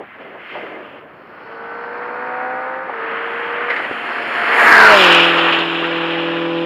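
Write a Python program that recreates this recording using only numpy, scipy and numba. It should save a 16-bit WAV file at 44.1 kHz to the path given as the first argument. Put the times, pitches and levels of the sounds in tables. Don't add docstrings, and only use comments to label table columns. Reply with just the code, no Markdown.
import sys
import numpy as np
from scipy import signal
from scipy.fft import rfft, irfft, next_fast_len
from scipy.io import wavfile
from scipy.ndimage import uniform_filter1d
from numba import njit

SR = 44100
rng = np.random.default_rng(int(sys.argv[2]) if len(sys.argv) > 2 else 0)


def volts(x):
    e = np.asarray(x, float) / 20
    return 10 ** e


def output_pcm(signal):
    pcm = np.clip(np.atleast_2d(signal).T, -1, 1) * 32767
    wavfile.write(sys.argv[1], SR, np.round(pcm).astype(np.int16))


N = 293265

PASSING_S, TURN_S = 4.93, 0.011
LIFT_S, LIFT_TAKES_S = 3.76, 0.015
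TAILPIPE_S, TAILPIPE_TAKES_S = 4.76, 0.03


def rms_one(x):
    return x / np.sqrt(np.mean(x ** 2) + 1e-20)


def in_time(rows):
    s, *columns = np.transpose(rows)
    return [np.interp(np.arange(N) / SR, s, column) for column in columns]


def drift(rate_hz):
    hop = 40
    r = np.exp(-2 * np.pi * hop * rate_hz / SR)
    settle = 2000
    noise = rng.standard_normal(N // hop + settle + 2)
    slow = signal.lfilter([1], [1, -2 * r, r * r], noise)[settle:]
    return np.interp(np.arange(N) / hop, np.arange(len(slow)), rms_one(slow))


def coloured(x, spectrum):
    hz, db = np.transpose(spectrum)
    size = next_fast_len(N)
    log_bins = np.log(np.arange(size // 2 + 1) * SR / size + 1)
    gain = volts(np.interp(log_bins, np.log(hz), db, left=-90, right=-90))
    return rms_one(irfft(rfft(x, size) * gain, size)[:N])


@njit
def resonate(x, hz, width, sr):
    out = np.zeros(len(x))
    for i in range(2, len(x)):
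        r = np.exp(-np.pi * width[i] / sr)
        drive = (1 - r * r) / 2 * (x[i] - x[i - 2])
        out[i] = drive + 2 * r * np.cos(2 * np.pi * hz[i] / sr) * out[i - 1] - r * r * out[i - 2]
    return out


def resonate_fixed(x, hz, width):
    return resonate(x, np.full(len(x), hz), np.full(len(x), width), SR)


def filtered(x, order, hz, kind="low"):
    return signal.sosfilt(signal.butter(order, hz, kind, fs=SR, output="sos"), x)


def after(s, takes_s):
    return .5 + .5 * np.tanh((np.arange(N) / SR - s) / takes_s)


def blend(pair, share):
    return pair[0] + share * (pair[1] - pair[0])


def facing_tail():
    return after(PASSING_S, TURN_S)


def two_sided(x, spectra):
    tail = facing_tail()
    return np.sqrt(1 - tail) * coloured(x, spectra[0]) + np.sqrt(tail) * coloured(x[::-1], spectra[1])


def resonance_lift_db(line_hz, resonances):
    return sum(db / (1 + (2 * (line_hz - hz) / width) ** 2) for hz, width, db in resonances)


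# frequency_hz, relative_level_db (per Hz)
SELF_NOISE = [(250, -9.5), (6000, -5.5), (9000, -9.5), (13000, 0.5), (16000, -6)]


def self_noise():
    return volts(-78) * coloured(rng.standard_normal(N), SELF_NOISE)


# frequency_hz, relative_level_db (per Hz)
FAR_TRACK = [(22, -19), (50, -12.5), (100, -5), (200, 0.5), (300, -1), (450, -15)]


def far_track():
    return volts(-53.5 + 2 * drift(9.2)) * coloured(rng.standard_normal(N), FAR_TRACK)


# time_s, pitch_hz, level_db (rms)
SQUEAL_TONES = [
    [(.05, 2070, -55), (.2, 2075, -52), (.4, 2080, -50), (.5, 2090, -40), (.62, 2090, -39),
     (.75, 2085, -43), (.85, 2080, -54)],
    [(.7, 1200, -53), (.8, 1210, -48), (.92, 1225, -47), (1.08, 1230, -55)],
]


def squeal():
    out, now = np.zeros(N), np.arange(N) / SR
    for rows in SQUEAL_TONES:
        hz, db = in_time(rows)
        fade = np.clip(np.minimum(now - rows[0][0], rows[-1][0] - now) / 0.062, 0, 1)
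        tone = resonate(rng.standard_normal(N), hz, np.full(N, 15), SR)
        out += fade * volts(db) * rms_one(tone)
    return out


# centre_s, level_db (rms at the centre), decay_s (to 1/e on either side)
GUSTS = [(3.91, -40, 0.012), (4.916, -38.5, 0.033)]


def gusts():
    now = np.arange(N) / SR
    low = rms_one(filtered(rng.standard_normal(N), 2, [30, 130], "band"))
    return low * sum(volts(db) * np.exp(-np.abs(now - s) / decay) for s, db, decay in GUSTS)


def bursts(events, sharpness, attack_s, bright_db):
    out, age = np.zeros(N), np.arange(SR // 4) / SR
    for s, db, hz, decay_s in events:
        burst = rng.standard_normal(len(age)) * (1 - np.exp(-age / attack_s)) * np.exp(-age / decay_s)
        rung = resonate_fixed(resonate_fixed(burst, hz, hz / sharpness), hz, hz / sharpness)
        rung = filtered(rung, 4, 3 * hz)
        rung += volts(bright_db) * filtered(burst, 4, 10500)
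        at = round(s * SR)
        out[at:at + len(age)] += volts(db) * rung / np.abs(rung).max()
    return out


# start_s, level_db (peak), ring_hz, t60_s
POPS = [(.001, -24, 500, .1), (.197, -29, 500, .2), (.347, -28, 600, .12), (.55, -21, 580, .2),
        (.62, -25, 430, .12), (.72, -27, 600, .1), (.78, -27, 440, .1), (2.893, -13.5, 700, .06),
        (3.7, -18, 630, .08), (3.794, -18, 620, .07), (3.848, -20, 600, .07), (3.909, -17, 350, .05)]


def exhaust_pops():
    events = [(s, db, hz, t60 / np.log(1000)) for s, db, hz, t60 in POPS]
    return bursts(events, sharpness=1, attack_s=.0015, bright_db=-90)


# start_s, level_db (peak), centre_hz, decay_s (of the noise, to 1/e)
FLUTTER_AND_CRACKLES = [(3.697, -8, 1910, .022), (3.76, -13, 2020, .018), (3.843, -15.5, 1900, .015),
                        (3.924, -18.5, 2010, .01), (5.193, -4.5, 2790, 0.014), (5.38, -8, 2770, 0.017),
                        (5.445, -16.5, 2800, .015), (5.522, -9, 2680, 0.024), (5.585, -9.5, 2930, 0.013)]


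def flutter_and_crackles():
    return bursts(FLUTTER_AND_CRACKLES, sharpness=3.5, attack_s=.003, bright_db=-60)


# time_s, rumble_db, roar_db, roar_centre_hz, rasp_db (before each source's own trim and flicker)
FAR_CAR = [(.04, -29, -41.5, 1470, -54), (.09, -63, -41, 1510, -53), (.17, -39, -40, 1520, -53),
           (.22, -34.5, -40.5, 1520, -46.5), (.36, -32, -40.5, 1530, -52), (.48, -41.5, -35.5, 1760, -41),
           (.57, -27, -34.5, 1630, -38), (.78, -30.5, -37, 1450, -49), (.87, -33.5, -40.5, 1240, -47),
           (.98, -34, -41.5, 1240, -48.5), (1.04, -37.5, -44.5, 1220, -55)]
# time_s, roar_db, rasp_db, hiss_db, rush_db (before each source's own trim and flicker)
CAR = [(1.23, -42.5, -58.5, -70, -86), (1.5, -38, -52.5, -62.5, -85), (1.65, -37.5, -49.5, -63, -85.5),
       (1.9, -32.5, -56.5, -61, -83), (2.3, -29, -57.5, -62, -80), (2.84, -32, -59, -65.5, -82),
       (3.07, -26, -38.5, -59.5, -79), (3.35, -25.5, -37.5, -60, -68), (3.65, -23.5, -35.5, -58, -71),
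       (3.75, -23.5, -36.5, -54, -64), (3.97, -26, -33.5, -56, -62.5), (4.13, -23, -34.5, -49, -62),
       (4.3, -22.5, -33, -48, -59), (4.52, -14.5, -28, -41.5, -52), (4.62, -9.5, -29, -40, -40.5),
       (4.72, -9.5, -33, -33, -38), (4.9, -9, -20.5, -26.5, -39.5), (5.01, -10.5, -11.5, -24, -38),
       (5.11, -10, -12, -27, -42.5), (5.23, -14.5, -13.5, -32, -48), (5.33, -15, -18, -41, -52.5),
       (5.58, -17, -20, -45.5, -55.5), (5.66, -23, -24.5, -47.5, -60), (6.08, -23.5, -25.5, -50, -64.5),
       (6.3, -25.5, -28, -50, -67), (6.63, -32.5, -32.5, -53.5, -69)]
SPEED_M_S, NEAREST_M = 57, 6
RUMBLE_OFFSET_DB, RUMBLE_SHARE = (-19.5, -17.5, -19), 0.46
ROAR_HZ, ROAR_FALL_HZ_PER_M = (1660, 1167), (2.9, -0.45)


def noise_controls():
    now, tail = np.arange(N) / SR, facing_tail()
    metres = np.hypot(NEAREST_M, SPEED_M_S * (now - PASSING_S))
    far_rumble_db, far_roar_db, far_roar_hz, far_rasp_db = in_time(FAR_CAR)
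    roar_db, rasp_db, hiss_db, rush_db = in_time(CAR)
    near = np.interp(now, [FAR_CAR[-1][0], CAR[0][0]], [0, 1])
    nose_offset_db = blend(RUMBLE_OFFSET_DB, after(LIFT_S, LIFT_TAKES_S))
    rumble_db = blend((nose_offset_db, RUMBLE_OFFSET_DB[2]), tail) + RUMBLE_SHARE * roar_db
    roar_hz = blend(ROAR_HZ, tail) - blend(ROAR_FALL_HZ_PER_M, tail) * metres
    far_hiss_db = far_rasp_db - 23.5
    return (blend((far_rumble_db, rumble_db), near), blend((far_roar_db, roar_db), near),
            blend((far_roar_hz, roar_hz), near), blend((far_rasp_db, rasp_db), near),
            blend((far_hiss_db, hiss_db), near), rush_db)


# frequency_hz, relative_level_db (per Hz)
RUMBLE = [(40, -59.5), (100, -16), (200, -4.5), (330, 4), (600, 5), (850, -3), (1200, -13), (2000, -28)]


def exhaust_rumble(rumble_db, throb):
    return volts(rumble_db - 5.5 + drift(19)) * coloured(rng.standard_normal(N) * throb, RUMBLE)


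def tyre_roar(roar_db, roar_hz):
    hump = resonate(rng.standard_normal(N), roar_hz, 1.15 * roar_hz, SR)
    nose, rear = (filtered(hump, 4, [250, top_hz], "band") for top_hz in (2080, 2270))
    hump = blend((nose, rear), facing_tail())
    running_rms = np.sqrt(uniform_filter1d(hump ** 2, size=8000))
    return volts(roar_db + 0.9 * drift(29)) * hump / running_rms


# frequency_hz, relative_level_db (per Hz)
RASP = ([(1900, -8.5), (2300, -0.5), (2700, 1.5), (3100, -1.5), (3400, -9.5), (3750, -22.5), (4400, -29)],
        [(1700, -28.5), (2100, -8), (2400, 1), (2850, 3.5), (3300, -2), (3800, -11), (4300, -19.5),
        (4700, -39.5)])


def exhaust_rasp(rasp_db, throb, gusty):
    return volts(rasp_db + .5 * gusty + 0.94 * drift(22)) * throb * two_sided(rng.standard_normal(N), RASP)


def tail_hollow(x):
    hz, width_hz, depth = 2110, 120, 0.58
    return x - depth * facing_tail() * resonate_fixed(x, hz, width_hz)


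# time_s, centre_hz, level_db (rms of the upper band before the low-pass)
WHOOSH = [(4.3, 1890, -55), (4.55, 1870, -28.5), (4.65, 1803, -13.5), (4.75, 1648, -8.5),
          (4.85, 1470, -6.5), (4.93, 1396, -9.5), (5.0, 1247, -22.5), (5.15, 1150, -56.5)]


def whoosh():
    hz, db = in_time(WHOOSH)
    white = rng.standard_normal(N)
    upper = resonate(resonate(white, hz, 0.14 * hz, SR), hz, 0.14 * hz, SR)
    lower = resonate(white[::-1].copy(), 0.653 * hz, 0.144 * hz, SR)
    sounding = db > WHOOSH[0][2]
    return filtered(volts(db) * (rms_one(upper) + volts(-3.5) * rms_one(lower)) * sounding, 2, 5000)


# frequency_hz, relative_level_db (per Hz)
HISS = ([(3300, -25), (3850, -9), (4300, 0), (4700, -7), (5400, -9), (5900, -17), (7000, -32)],
        [(3300, -25), (3900, 0), (4500, -6), (5000, -3), (5500, -6), (6000, -14), (7000, -30)])


def car_hiss(hiss_db, throb, gusty):
    return volts(hiss_db + .5 * gusty + 0.78 * drift(23)) * throb * two_sided(rng.standard_normal(N), HISS)


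# frequency_hz, relative_level_db (per Hz)
RUSH = ([(4500, -23.5), (6000, -3.5), (7000, 3), (9000, 1.5), (11300, -1.5), (12500, -19), (14000, -38)],
        [(4500, -25.5), (6000, -3), (7000, 4.5), (9000, -2), (11300, -7.5), (12500, -16.5), (14000, -42.5)])
# frequency_hz, relative_level_db (per Hz)
TOP = [(9000, -27.5), (11000, -9), (12500, 5), (14700, -3.5), (16000, -5)]


def air_rush(rush_db, throb, gusty):
    flicker_db = 0.45 * gusty + .8 * drift(30)
    rush = volts(rush_db + 5 + flicker_db) * two_sided(rng.standard_normal(N), RUSH) * throb
    top_db = rush_db - 5.5 + 0.26 * (rush_db + 31)
    top = volts(top_db + flicker_db) * coloured(rng.standard_normal(N) * throb, TOP)
    return rush + top


def road_noise(turns):
    rumble_db, roar_db, roar_hz, rasp_db, hiss_db, rush_db = noise_controls()
    throb = 1 + 0.12 * np.cos(2 * np.pi * turns) + 0.04 * np.cos(np.pi / 2 * turns)
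    gusty = drift(31)
    mid = tail_hollow(tyre_roar(roar_db, roar_hz) + exhaust_rasp(rasp_db, throb, gusty))
    treble = car_hiss(hiss_db, throb, gusty) + air_rush(rush_db, throb, gusty)
    return exhaust_rumble(rumble_db, throb) + mid + whoosh() + treble


# time_s, firing_hz
FIRING = [(1.3, 222.3), (1.76, 234.7), (2.83, 262.4), (2.87, 262.5), (2.93, 232.3), (3.0, 225.7),
          (3.16, 229.8), (3.64, 239.3), (3.725, 238.7), (4.2, 234.4), (4.55, 233.8), (4.7, 230.8),
          (4.79, 221.5), (4.87, 218.3), (4.92, 209.8), (4.98, 194.5), (5.04, 181.8), (5.1, 172.1),
          (5.21, 169.9), (5.44, 167.5), (6.0, 166.9), (6.62, 167.8)]


def firing_rate():
    return in_time(FIRING)[0]


# order, pulling_db, coasting_db, tailpipe_db (before resonances and trims)
LOW_ORDERS = [(1, -11, 1.5, 7), (1.75, -6, 3.5, 6), (2, 8, 6.5, 16), (3, -3.5, 10, 13.5)]
# centre_hz, width_hz, lift_db
PIPE = [(252.5, 18, 7.5), (612, 68, 11.5), (759, 45, 16)]
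UPSHIFT_S, HIGHER_GEAR_DB = 2.95, 3.5
SWELL_DB_PER_S = 1


def low_order_levels(firing_hz, note_db):
    now = np.arange(N) / SR
    lifted, tailpipe = after(LIFT_S, LIFT_TAKES_S), after(TAILPIPE_S, TAILPIPE_TAKES_S)
    levels = []
    for order, pulling_db, coasting_db, tailpipe_db in LOW_ORDERS:
        uneven_db = coasting_db + 3 * drift(13)
        nose_db = blend((pulling_db, uneven_db), lifted)
        side_db = blend((nose_db, tailpipe_db), tailpipe)
        levels.append(note_db + side_db + resonance_lift_db(order * firing_hz, PIPE))
    first, odd, second, third = levels
    second = second + HIGHER_GEAR_DB * (now > UPSHIFT_S) * (1 - lifted)
    second = second + SWELL_DB_PER_S * np.maximum(now - PASSING_S, 0)
    third = third - 14 * np.exp(-((now - 5.66) / 0.11) ** 2)
    return first, odd, second, third


# time_s, level_db (rms)
NOTE = [(1.3, -62), (1.6, -46), (1.93, -43.5), (2.4, -40.5), (2.81, -40.5), (2.88, -46.5), (3.0, -43.5),
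        (3.16, -43.5), (3.72, -41.5), (3.8, -58), (4.3, -50), (4.7, -38), (5.1, -36.5), (5.44, -42),
        (5.7, -43.5), (6.1, -43), (6.62, -40)]
# order, nose_db, tail_db (over the note)
UPPER_ORDERS = [(.75, -30, -17), (1.25, -10, -11), (1.5, -20, -9), (2.25, -8, -3), (2.5, -3, 3),
                (2.75, -9, -6), (3.25, -9, -5), (3.5, -3, 3), (3.75, -5, -7), (4, -6, 0), (4.25, -9, -12),
                (4.5, -7, -6), (4.75, -6, -6), (5, -3, 1), (5.25, -10, -12), (5.5, -5, -5), (5.75, -2, -6),
                (6, -9, 0), (6.25, -9, -12), (6.5, -3, -12), (6.75, -7, -12), (7, -6, -4), (7.5, -7, -15),
                (8, -10, -15), (8.75, -11, -18), (10, -13, -20)]
# centre_hz, width_hz, lift_db
INTAKE = [(935, 130, 7), (1220, 170, 7.5), (1472, 94, 10), (2506, 67, 0.5)]


def engine_tones(firing_hz, turns):
    (note_db,) = in_time(NOTE)
    out, tail = np.zeros(N), facing_tail()
    for order, db in zip((1, 7 / 4, 2, 3), low_order_levels(firing_hz, note_db)):
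        out += volts(db + 0.27 * drift(7)) * np.sin(2 * np.pi * order * turns)
    for order, nose_db, tail_db in UPPER_ORDERS:
        lift_db = resonance_lift_db(order * firing_hz, INTAKE)
        db = note_db + blend((nose_db + lift_db, tail_db), tail) + 2 * drift(1.3)
        phase = order * turns + rng.random() + .03 * drift(8)
        out += volts(db) * np.sin(2 * np.pi * phase)
    sounding = np.arange(N) > NOTE[0][0] * SR
    return np.sqrt(2) * out * sounding


def scene():
    firing_hz = firing_rate()
    turns = np.cumsum(firing_hz) / SR
    background = far_track() + squeal() + gusts()
    short_sounds = exhaust_pops() + flutter_and_crackles()
    car = road_noise(turns) + engine_tones(firing_hz, turns)
    return (background + short_sounds + car)[None]


# centre_hz, width_hz, depth (0 to 1)
TREBLE_GAPS = [(5950, 1400, 0.8), (7950, 1320, 0.98), (10060, 1200, 0.96)]


def treble_gaps(x):
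    for hz, width_hz, depth in TREBLE_GAPS:
        x = x - np.clip(depth, 0, 1) * resonate_fixed(x, hz, width_hz)
    return x


def input_stage(x):
    x = x / (1 + (x / 1.2) ** 4) ** (1 / 4)
    return np.clip(filtered(x, 2, 60, "high"), -1, 1)


def top_cut(x):
    return signal.sosfilt(signal.butter(12, 15520, fs=SR, output="sos"), x)


def record(dry):
    heard = treble_gaps(dry[0] + self_noise())
    mix = input_stage(heard)[None]
    return top_cut(mix)


dry = scene()
out = record(dry)
output_pcm(out)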